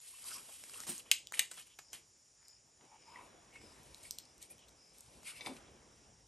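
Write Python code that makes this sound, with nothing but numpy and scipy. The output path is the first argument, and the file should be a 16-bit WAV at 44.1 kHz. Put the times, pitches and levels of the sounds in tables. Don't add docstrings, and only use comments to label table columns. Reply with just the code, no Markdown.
import sys
import numpy as np
from scipy import signal
from scipy.fft import rfft, irfft, next_fast_len
from scipy.io import wavfile
from scipy.ndimage import uniform_filter1d, map_coordinates

SR = 44100
rng = np.random.default_rng(int(sys.argv[2]) if len(sys.argv) > 2 else 0)


def unload_audio(sound):
    columns = np.transpose(np.atleast_2d(sound))
    steps = np.round(np.clip(columns, -1, 1) * 32767)
    wavfile.write(sys.argv[1], SR, steps.astype(np.int16))


def rack_gain(trim_db):
    fader = np.asarray(trim_db, float)
    return 10 ** (fader / 20)


N = 276507


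def unit(x):
    return x / np.sqrt(np.mean(x ** 2) + 1e-20)


def along(points, hz):
    f, v = np.transpose(points)
    return np.interp(np.log(hz + 1), np.log(f + 1), v)


def wobble(rate_hz):
    knots = rng.standard_normal(int(N * rate_hz / SR) + 4)
    return map_coordinates(knots, [np.arange(N) * rate_hz / SR])


def filtered(x, response):
    m = next_fast_len(x.shape[-1] + 8192)
    spectrum = rfft(x, m) * response(np.fft.rfftfreq(m, 1 / SR))
    return irfft(spectrum, m)[..., :x.shape[-1]]


def body(peaks):
    def peak(f, centre, width, db):
        return rack_gain(db) * 1j * f * width / (centre * centre - f * f + 1j * f * width)
    return lambda f: sum((-1) ** k * peak(f, *p) for k, p in enumerate(peaks))


def grit(spiky_db):
    size_db = spiky_db * uniform_filter1d(rng.exponential(size=N), size=3)
    return rng.standard_normal(N) * rack_gain(size_db)


def colour(x, spectrum):
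    return unit(filtered(x, lambda hz: rack_gain(along(spectrum, hz))))


def place(track, s, sound):
    k = round(s * SR)
    return track + np.pad(sound, (k, N))[:N]


def strokes(rows, rise_s, fall_s):
    t, rows = np.arange(0, N / SR, .001), np.asarray(rows)
    since_s = t - rows[:, :1]
    slope = np.maximum(-since_s / rise_s, (since_s - abs(rows[:, 1:2])) / fall_s)
    shape_db = -20 * np.maximum(slope, 0)
    gains = np.sqrt(rack_gain(2 * rows[:, 2:].T) @ rack_gain(2 * shape_db))
    return [np.interp(np.arange(N) / SR, t, g) for g in gains]


def wide(spectrum, patchy_db):
    # f/Hz, correlation
    alike = [(60, 0.96), (250, 0.84), (500, 0.79), (1100, 0.077), (2400, 0.86), (4500, 0.91), (6000, 0.9),
             (15000, 0.06)]
    z = signal.stft(rng.standard_normal((2, N + 512)), nperseg=512)[2]
    field = uniform_filter1d(rng.standard_normal(z.shape[1:]), size=5, axis=0)
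    field = uniform_filter1d(field, size=10, axis=1)
    pair = signal.istft(z * rack_gain(patchy_db * unit(field)), nperseg=512)[1][:, :N]

    def mid_side(hz):
        angle = np.arccos(np.clip(along(alike, hz), -1, 1)) / 2
        return rack_gain(along(spectrum, hz)) * [np.cos(angle), np.sin(angle)]
    mid, side = filtered(pair, mid_side)
    return unit(np.array([mid + side, mid - side]))


def traffic():
    # nearest t/s, distance over speed/s, engine level/dB, tyre level/dB
    passes = [(0.372, 0.076, -78, -68), (0.881, 0.17, -75.5, -68), (1.4, .15, -81, -75),
              (1.947, 0.15, -80, -78), (2.85, 0.02, -82, -69.5), (3.249, 0.16, -80.5, -65.5),
              (3.75, 0.27, -72, -67), (4.3, 0.75, -77, -72), (5.149, 0.1, -73, -70.5),
              (5.621, 0.25, -71.5, -64), (6.05, 0.18, -74, -73.5)]
    # f/Hz, density/dB per Hz
    rumble = [(15, -39), (30, -15.5), (55, -2), (90, -5.5), (140, -4.5), (250, -24), (500, -100)]
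    # f/Hz, density/dB per Hz
    road = [(60, -49.5), (130, -11), (220, 0.5), (490, -0.5), (950, -4), (1400, -10), (2200, -11.5),
            (4000, -15.5), (8000, -100)]
    city_db = np.array([[-85], [-97]])
    fade_db = 15.5
    s, span, *levels_db = np.transpose(passes)
    t = np.arange(0, N / SR, .01)
    distance_sq = 1 + ((t - s[:, None]) / span[:, None]) ** 2
    near = distance_sq ** (-fade_db / 10)
    power = rack_gain(2 * np.array(levels_db)) @ near + rack_gain(2 * city_db)
    engines, tyres = (np.interp(np.arange(N) / SR, t, np.sqrt(p)) for p in power)
    tyres = tyres * rack_gain(0.534 * wobble(5.5))
    return engines * wide(rumble, patchy_db=1.5) + tyres * wide(road, patchy_db=1.7)


def night_air():
    # f/Hz, density/dB per Hz
    night = [(400, -43.5), (800, -20), (2500, -21), (4300, -19.5), (4900, -11), (5650, -5), (6300, -11.5),
             (7000, -9), (7450, -8), (8000, -19), (9000, -11.5), (11000, -17), (12500, -23), (16000, -50)]
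    return rack_gain(-71 + .6 * wobble(4)) * wide(night, patchy_db=.8)


def crickets():
    chirp_db = [-71, -69.5, -70.5, -69, -72.5, -70, -70]
    first_s, every_s = 1.83, .587
    trill_start_db, sag_db_per_s, trill_end_s = -75, 1, 3.43
    t = np.arange(N) / SR

    def beats(rate_hz):
        return (.5 + .5 * np.cos(2 * np.pi * rate_hz * t + 0.37 * wobble(8))) ** 0.25
    swell = np.zeros(N)
    for s, db in zip(first_s + every_s * np.arange(len(chirp_db)), chirp_db):
        swell += rack_gain(db) * np.sin(np.pi * np.clip((t - s + 0.011) / 0.19, 0, 1)) ** 0.73
    wing = body([(4850, 350, -5), (5200, 220, 0)])
    chirp = filtered(beats(51) * rng.standard_normal(N), lambda f: wing(f) ** 2)
    tone = np.sin(2 * np.pi * 6960 * t + 1.32 * wobble(70))
    trill = beats(35) * tone * rack_gain(2.8 * wobble(23))
    trill_db = trill_start_db - sag_db_per_s * t - 300 * np.maximum(t - trill_end_s, 0)
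    return swell * unit(chirp) * rack_gain([[2.5], [-2.5]]) + rack_gain(trill_db) * unit(trill)


def ticks(table, rise_s, lift_db):
    out, t = np.zeros(N), np.arange(3000) / SR
    mid_peak = body([(4000, 2500, 0)])
    sharp_peaks = body([(7200, 2500, 0), (9000, 2500, 0), (11500, 2000, -4)])

    def soft(f):
        return (1j * f / 700 / (1 + 1j * f / 700)) ** 2 / (1 + 1j * f / 2600) ** 2

    def sharp(f):
        return sharp_peaks(f) * 1j * f / (4000 + 1j * f)
    for s, db, low_db, high_db, t60 in table:
        decay = rack_gain(-60 * t / np.clip(t60, .002, .07))
        blow = rng.standard_normal(len(t)) * decay * (1 - np.exp(-t / rise_s))
        click = filtered(blow, lambda f: rack_gain(low_db + 9.0) * soft(f) + rack_gain(-5.5) * mid_peak(f) ** 2
                         - rack_gain(high_db + 11.0) * sharp(f))
        out = place(out, s, rack_gain(db + lift_db) * click / abs(click).max())
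    return out


def paper():
    # t/s, hold/s, rustle level/dB, sheet/dB re rustle, thump/dB re rustle
    rubs = [(0.015, 0.844, -58.5, -11.5, -32), (0.074, 0.0097, -57, -38, -40), (0.181, 0.039, -62, -9, -38),
            (0.256, 0.034, -51, -15, -24), (0.31, 0.056, -52, -13.5, -38), (0.526, 0.032, -57, -13, -27),
            (0.74, 0.094, -56, -14, -23), (0.877, 0.11, -52, -12.5, -33.5), (0.876, 0.02, -51.5, -18, -3.5),
            (0.893, 0.013, -47, -15, -1), (1.666, 0.005, -64.5, -8, -25), (1.059, 0.081, -71, 1, -24),
            (1.339, 0.0034, -46, -9, -45.5), (1.372, 0.041, -52.5, -2, -16.5),
            (1.512, 0.089, -59.5, -8, -16), (1.577, 0.02, -56.5, -6, -33), (1.656, 0.073, -80, 2, -22),
            (1.792, 0.012, -70, -7.5, -5), (1.937, 0.002, -52, -3, -11)]
    # f/Hz, density/dB per Hz
    rustle_spectrum = [(1600, -35.5), (2800, -26.5), (3700, -6), (4800, -2), (6500, -4.5), (8800, 2.5),
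                       (11000, 8), (13000, -21.5), (15000, -7), (16500, -23)]
    # f/Hz, density/dB per Hz
    sheet_spectrum = [(260, -40.5), (450, -11), (513, -9.5), (585, -15.5), (1030, -8.5), (1610, -10),
                      (2300, -3.5), (3200, -0.5), (4160, -22.5), (7040, -120)]
    # f/Hz, density/dB per Hz
    thump_spectrum = [(80, -44.5), (130, -9), (200, -4), (330, -3.5), (500, -18.5)]
    rows = [(s, hold, db, db + sheet_db, db + thump_db) for s, hold, db, sheet_db, thump_db in rubs]
    rustle, sheet, thump = strokes(rows, rise_s=0.013, fall_s=0.054)
    slips = grit(spiky_db=2.6) * rack_gain(1.3 * wobble(90))
    rubbing = rustle * colour(slips, rustle_spectrum) + sheet * colour(slips, sheet_spectrum)
    return rubbing + thump * colour(rng.standard_normal(N), thump_spectrum)


def hollows():
    # centre t/s, length/s, f/Hz, width/Hz, level/dB
    slides = [(0.152, 0.024, 2630, 700, -62), (0.141, 0.022, 1070, 200, -69),
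              (0.262, 0.049, 1120, 400, -61.5), (0.283, 0.086, 4800, 900, -60),
              (0.312, 0.013, 2620, 600, -52), (0.315, 0.046, 1370, 400, -59),
              (0.342, 0.051, 5200, 1200, -50.5), (0.364, 0.04, 1090, 200, -57),
              (0.383, 0.011, 2450, 500, -53.5), (0.399, 0.039, 1360, 300, -66),
              (0.465, 0.03, 1090, 300, -66.5), (0.498, 0.046, 790, 510, -64.5),
              (0.742, 0.013, 2760, 600, -56), (0.757, 0.024, 1140, 300, -64),
              (0.8, 0.053, 1320, 400, -62.5), (0.882, 0.02, 860, 300, -57), (0.899, 0.022, 8940, 1500, -43),
              (1.003, 0.011, 2930, 1500, -55.5), (1.064, 0.007, 980, 400, -65.5),
              (2.816, 0.023, 1300, 900, -72), (2.94, 0.056, 868, 60, -65), (3.091, 0.021, 930, 80, -61),
              (3.16, 0.01, 1940, 200, -56), (3.168, 0.036, 3180, 252, -78), (3.177, 0.016, 960, 80.5, -48),
              (3.55, 0.066, 2187, 91, -62), (1.342, 0.0079, 2230, 600, -47), (5.296, 0.081, 1470, 700, -63),
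              (5.408, 0.028, 700, 500, -58), (5.48, 0.054, 786, 497, -53.5), (4.053, 0.014, 2270, 200, -63),
              (4.06, 0.012, 8900, 1500, -54), (4.429, 0.019, 3780, 900, -60), (4.51, 0.023, 2380, 251, -69),
              (4.512, 0.023, 9940, 1190, -49.5), (4.592, 0.017, 3200, 500, -65),
              (4.631, 0.064, 2980, 1200, -68), (4.686, 0.011, 3650, 1210, -61.5),
              (5.571, 0.0093, 2880, 1182, -56.5),
              (1.72, 0.052, 3100, 900, -68), (3.204, 0.11, 9200, 400, -76), (3.597, 0.14, 7700, 500, -74),
             (3.715, 0.1, 7650, 500, -75), (5.285, 0.06, 2490, 500, -58), (5.372, 0.035, 2650, 600, -60),
             (2.451, 0.18, 1500, 1830, -75.5), (2.564, 0.1, 2600, 1482, -81),
             (3.001, 0.13, 2600, 1410, -74), (3.296, 0.065, 3000, 2000, -87),
             (5.511, 0.042, 262, 60, -51.5)]
    half_s = 5000 / SR
    out, u = np.zeros(N), np.linspace(-1, 1, 10001)
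    for s, length, hz, width, db in slides:
        slips = rng.standard_normal(len(u)) * rack_gain(3.8 * rng.exponential(size=len(u)))
        ring = unit(filtered(slips, lambda f: body([(hz, width, 0)])(f) ** 2))
        swell = np.exp(-(u * half_s / (length / 2)) ** 2)
        out = place(out, s - half_s, rack_gain(db - 2.5) * ring * swell)
    return out


def tin(blow, low_hz, low_db, middle_db, high_db):
    # f/Hz, width/Hz, level/dB
    tin_mid = [(3100, 1200, -0.5), (4670, 2240, -5)]
    # f/Hz, width/Hz, level/dB
    tin_high = [(6410, 390, -1), (7970, 1100, 3), (10400, 1300, 6)]
    edge_hz, edge_width = 1800, .72

    def response(f):
        groups = body([(low_hz, 900, low_db)])(f)
        groups = groups - rack_gain(middle_db) * body(tin_mid)(f) + rack_gain(high_db) * body(tin_high)(f)
        edge = -f * f / (edge_hz ** 2 - f * f + 1j * f * edge_hz * edge_width)
        bass = rack_gain(-22.5) * body([(1000, 1000, 0)])(f) * 1j * f / (250 + 1j * f)
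        return groups * edge ** 3 + bass
    return filtered(blow, response)


def snaps():
    # t/s, peak level/dB, lowest ring f/Hz, low level/dB, middle level/dB, high level/dB
    buckles = [
        (1.1129, -8, 2503, -4, -2, -7.5),
        (1.392, -10, 2060, -9, -6, -7.5),
    ]
    spread = .25
    out, t = np.zeros((2, N)), np.arange(2000) / SR - .002
    gather = rack_gain(-0.5 + 60 * t / 0.0038)
    rattle = rack_gain(-60 * t / 0.032) * 0.92 + rack_gain(-60 * t / 0.054) * .06
    for s, db, *rings in buckles:
        common, apart = rng.standard_normal((2, len(t)))
        noise = common + spread * apart * [[1], [-1]]
        blow = noise * np.where(t < 0, gather, rattle)
        blow[:, np.argmin(abs(t))] = 13
        crack = tin(blow, *rings)
        out += [place(np.zeros(N), s - .0003, rack_gain(db) * c / abs(c_max)) for c, c_max in
                zip(crack, [abs(crack).max()] * 2)]
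    return filtered(out, lambda f: rack_gain([[1.8], [-1.8]] / (1 + (f / 7000) ** 2)))


def screw():
    # t/s, hold/s, nut level/dB, handle level/dB, scrape level/dB
    binds = [(2.9, 3.2, -100, -78.5, -99), (2.82, 0.065, -63.5, -85, -91), (2.925, 0.034, -56.5, -72, -100),
             (3.08, 0.05, -58, -66.5, -87.5), (3.145, 0.063, -48, -62.5, -83),
             (3.21, 0.056, -58, -71, -82.5), (3.545, 0.031, -75, -60, -81), (3.63, 0.39, -67.5, -74.5, -81),
             (3.85, 0.3, -114, -90, -82), (4.045, 0.024, -71, -63, -69), (4.185, 0.031, -88, -73, -87),
             (4.43, 0.0067, -83, -65, -70.5), (4.51, 0.025, -81, -70, -80), (4.95, 0.39, -79, -90, -80),
             (5.272, 0.03, -69.5, -50.5, -61), (5.365, 0.015, -82, -53, -70), (5.415, 0.013, -74, -63, -72),
             (5.465, 0.0093, -49.5, -53, -63.5), (5.51, 0.06, -88, -86, -76)]
    # f/Hz, width/Hz, level/dB
    slack_nut = [(736, 29, 2), (880, 180, 2)]
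    # f/Hz, width/Hz, level/dB
    loaded_nut = [(937, 300, -4), (960, 77, 5), (1196, 520, -13)]
    # f/Hz, width/Hz, level/dB
    free_handle = [(1862, 45, -3.5), (2230, 99, -1.5), (2307, 55, 3), (2670, 580, -6)]
    # f/Hz, width/Hz, level/dB
    tight_handle = [(2278, 390, 1.5), (2358, 340, 2.5), (2730, 370, -9.5)]
    # f/Hz, density/dB per Hz
    scrape_spectrum = [(700, -38), (1300, -19), (2500, 0), (4500, 1.5), (6500, -5), (8800, 4.5), (11000, 8),
                       (13000, -34), (16000, -25)]
    take_up_s, clamp_s, release_s = 3.03, 4.6, 5.4
    nut_gain, handle_gain, scrape_gain = strokes(binds, rise_s=0.04, fall_s=0.045)
    t = np.arange(N) / SR

    def ring(peaks, steep):
        return unit(filtered(grit(spiky_db=4.5), lambda f: body(peaks)(f) ** steep))
    nut = np.where(t < take_up_s, ring(slack_nut, 1.04), ring(loaded_nut, 1.64))
    nut = nut * rack_gain(0.21 * wobble(60))
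    pressed = (t > clamp_s) & (t < release_s)
    handle = np.where(pressed, ring(tight_handle, 1.64), ring(free_handle, 1.26))
    handle = handle * rack_gain(0.7 * wobble(30))
    scrape = colour(grit(spiky_db=1.5), scrape_spectrum) * rack_gain(1.5 * wobble(80))
    return rack_gain(-12.0) * nut_gain * nut + rack_gain(-7.0) * handle_gain * handle + rack_gain(10.0) * scrape_gain * scrape


def jaws():
    # t/s, steel level/dB, table knock level/dB
    bites = [
        (5.392, -57, -65),
        (5.408, -41.5, -54.5),
        (5.4541, -50, -60),
        (5.461, -38.5, -40),
        (5.488, -57, -45),
        (5.5, -64, -48),
    ]
    # f/Hz, level/dB, t60/s
    jaw_modes = [(1520, -66, 0.027), (2097, 4, 0.036), (2270, 2.5, 0.1), (2550, -6, 0.12),
                 (3604, 4.5, 0.04), (4000, 0, 0.055), (4800, -2, 0.044), (6060, 15.5, 0.005)]
    # f/Hz, level/dB, t60/s
    table_modes = [(222.7, -0.5, 0.25), (262, -2, 0.12), (331, 5, 0.11), (480, -5, 0.07), (604, -5, 0.06),
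                   (839, 7, 0.056), (1020, 3, 0.049)]
    out, t = np.zeros(N), np.arange(SR // 4) / SR

    def ring(modes):
        total = np.zeros(len(t))
        for hz, db, t60 in modes:
            level = rack_gain(db + 2 * rng.standard_normal() - 60 * t / t60)
            total += level * np.sin(2 * np.pi * (hz * t + rng.random()))
        return total
    for s, steel_db, knock_db in bites:
        grind = rack_gain(-60 * t / 0.022) * rng.standard_normal(len(t))
        chatter = 1 + 0.43 * unit(uniform_filter1d(rng.standard_normal(len(t)), size=40))
        steel = (ring(jaw_modes) * chatter + 0.33 * grind) * (1 - np.exp(-t / 0.00097))
        thud = unit(filtered(rng.standard_normal(len(t)), body([(300, 440, -1), (700, 990, -7.5)])))
        thud = thud * rack_gain(-60 * t / 0.15)
        knock = (ring(table_modes) + 1.88 * thud) * (1 - np.exp(-t / 0.021))
        out = place(out, s, rack_gain(steel_db - 9.5) * steel + rack_gain(knock_db - 8.0) * knock)
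    return out


def shop(x):
    # f/Hz, t60/s
    decay = [(300, 0.12), (2500, 0.23), (8000, 0.25), (13000, 0.14)]
    out = np.zeros((2, N))
    for part in np.array_split(np.arange(N), 20):
        hz, t, z = signal.stft(rng.standard_normal((2, SR // 3)), SR, nperseg=128)
        z[1] = z[0] + np.clip(900 / (hz[:, None] + 900), .1, 1) * z[1]
        tail = signal.istft(z * rack_gain(-60 * t / along(decay, hz)[:, None]), SR, nperseg=128)[1]
        tail = tail / np.linalg.norm(tail, axis=1, keepdims=True)
        wet = signal.fftconvolve(x[part][None], tail, axes=1)[:, :N - part[0]]
        out[:, part[0]:part[0] + wet.shape[1]] += wet
    return out


def scene():
    # t/s, peak level/dB, low/dB, high/dB, t60/s
    sharp_ticks = [(0.0024, -53.5, -19, -19, 0.0031), (0.1965, -52, -20, 5, 0.004),
                   (0.2418, -48, -10, -3, 0.0056), (0.3087, -46, -15, -14, 0.0028),
                   (0.3825, -48, -3, -4, 0.005), (0.6375, -47, -1, -3, 0.0092),
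                   (0.6964, -48.5, -11, -16, 0.0052), (0.7352, -50, -14, -2, 0.013),
                   (0.7712, -63, -25, 10, 0.004), (0.8026, -43.5, -4, -3, 0.0085),
                   (0.8354, -51.5, -9, -18, 0.011), (0.8984, -49, -20, 8, 0.005),
                   (0.9801, -42, -24, 12, 0.004), (1.271, -41.5, -59, -23.5, 0.0034),
                   (1.3224, -37.5, -9, -9.5, 0.0018), (1.542, -53, -25, 14, 0.006),
                   (1.5965, -54, -15, 8, 0.008), (1.681, -63.5, -7, -9, 0.0043),
                   (1.9305, -47.5, -16, 3.5, 0.01), (2.4821, -50.5, -17, -2, 0.008),
                   (2.851, -65, -23, 14, 0.0065), (3.832, -60, -20, 12, 0.01),
                   (3.9455, -47.5, -51, -21.5, 0.0026), (3.982, -59, -30, -10, 0.003),
                   (4.011, -62, -30, -8, 0.003), (4.0315, -50, -33, -3, 0.0027),
                   (4.0357, -49, -18, 9, 0.0028), (4.0806, -56, -15, 8, 0.005),
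                   (4.109, -30.5, -44, -5.5, 0.0017), (4.1244, -64, -25, -4, 0.004),
                   (4.185, -39.5, -46, -15, 0.0078), (4.2004, -56, -14, -21, 0.004),
                   (4.2536, -57.5, -18, -7, 0.0045), (4.3445, -63.5, -20, -6, 0.0047),
                   (4.3799, -59, -19, 7, 0.0066), (4.5021, -58, -7, 12, 0.0072),
                   (4.5815, -59, -7, -6, 0.0034), (4.683, -61, -17, -2, 0.019),
                   (4.691, -58.5, -9, -6, 0.011), (4.984, -54, -23.5, 6, 0.0033),
                   (5.007, -49, -25, 11, 0.007)]
    # t/s, peak level/dB, low/dB, high/dB, t60/s
    scuffs = [(0.7352, -46, 2, -6, 0.067), (0.8669, -40, 6, 7, 0.068), (0.9974, -44, -46, -30, 0.014),
              (1.3384, -53, -3, 6, 0.031), (1.513, -36.5, 12.5, 12, 0.045), (1.5738, -48.5, 11, -10, 0.083),
              (1.6222, -50, -22, -44, 0.029), (1.7878, -39, 17, 7.5, 0.03), (1.9305, -38, 3.5, -2.5, 0.019),
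              (1.9545, -51, -25.5, -31.5, 0.026), (2.8094, -55.5, 10, -20, 0.013),
              (3.5568, -48, 12, -22, 0.016), (3.6137, -52.5, 6, -24, 0.028), (4.0532, -53, 6, -2, 0.023),
              (4.4164, -48.5, -37, 4, 0.035), (4.4258, -38, -32, 19, 0.015), (4.5022, -63, -19, 17, 0.023),
              (4.5903, -55, -17, -11, 0.064), (4.9915, -57, -20, 10, 0.02), (5.2305, -49, -6, -8, 0.025),
              (5.5653, -48, 5, -10, 0.018)]
    hands = paper() + hollows()
    hands += ticks(sharp_ticks, rise_s=0.0005, lift_db=7) + ticks(scuffs, rise_s=.001, lift_db=-1.6)
    near = snaps() + hands * rack_gain([[.3], [-.3]]) + (screw() + jaws()) * rack_gain([[1.7], [-1.7]])
    return near + rack_gain(-9.5) * shop(near.mean(axis=0)) + traffic() + night_air() + crickets()


def drop_weak_bands(x):
    # f/Hz, level/dB
    kept_mid = [(9900, -140), (10150, -101), (10500, -105), (11000, -105), (12500, -106), (13200, -102),
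                (14500, -103), (16000, -103)]
    # f/Hz, level/dB
    kept_side = [(1800, -140), (2100, -115), (5000, -111), (6000, -100), (8800, -100), (8900, -112),
                 (11500, -107), (13000, -99.5), (16000, -100)]
    # f/Hz, level/dB re frame mean
    mask_limit = [(9800, -70), (10250, -13), (10600, -30), (12000, -22), (13000, -19), (16000, -22)]
    t, z = signal.stft([x[0] + x[1], x[0] - x[1]], SR, nperseg=2048)[1:]
    hz = np.arange(1024) * SR / 2048
    bands = (np.abs(z[:, :1024].reshape(2, 64, 16, -1)) ** 2).mean(axis=2)
    level = np.repeat(bands, 16, axis=1)
    limit = rack_gain(np.array([along(kept_mid, hz), along(kept_side, hz)]) + 6)[:, :, None]
    swing_db = 3.0 * wobble(35)[np.minimum(t * SR, N - 1).astype(int)]
    mean = level[0].mean(axis=0)
    masked = rack_gain(2 * along(mask_limit, hz[:, None])) * mean
    masked = masked * (mean < 6 * np.roll(mean, 1))
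    kept = level > (limit * rack_gain(swing_db)) ** 2 + masked
    kept[1] &= (level[1] > rack_gain(-22) * level[0]) | (level[1] > rack_gain(-150)) | (hz[:, None] < 2000)
    z[:, :1024] *= kept
    mid, side = signal.istft(z, SR, nperseg=2048)[1][:, :N] / 2
    return np.array([mid + side, mid - side])


def band_limit(x):
    return signal.sosfilt(signal.butter(12, 16790, fs=SR, output="sos"), x)


def record(dry):
    # f/Hz, level/dB
    mic = [(20, 2.5), (11000, 2.5), (12500, -1), (13400, -25), (15000, -5.5), (16000, -16.5), (16800, -21),
           (16900, -84.5)]
    # f/Hz, phase/rad
    port_lead = [(20, 0), (1700, -.1), (3500, -.7), (5000, -.3), (6000, 0), (8650, 0), (9500, 2.05),
                 (10250, 3.14), (10850, 4.1), (12000, 6.28), (12800, 7), (13750, 9.42), (15500, 12.57)]

    def ports(hz):
        return rack_gain(along(mic, hz)) * np.exp(.5j * along(port_lead, hz) * [[-1], [1]])
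    mix = drop_weak_bands(filtered(dry, ports))
    return band_limit(mix)


dry = scene()
out = record(dry)
unload_audio(out)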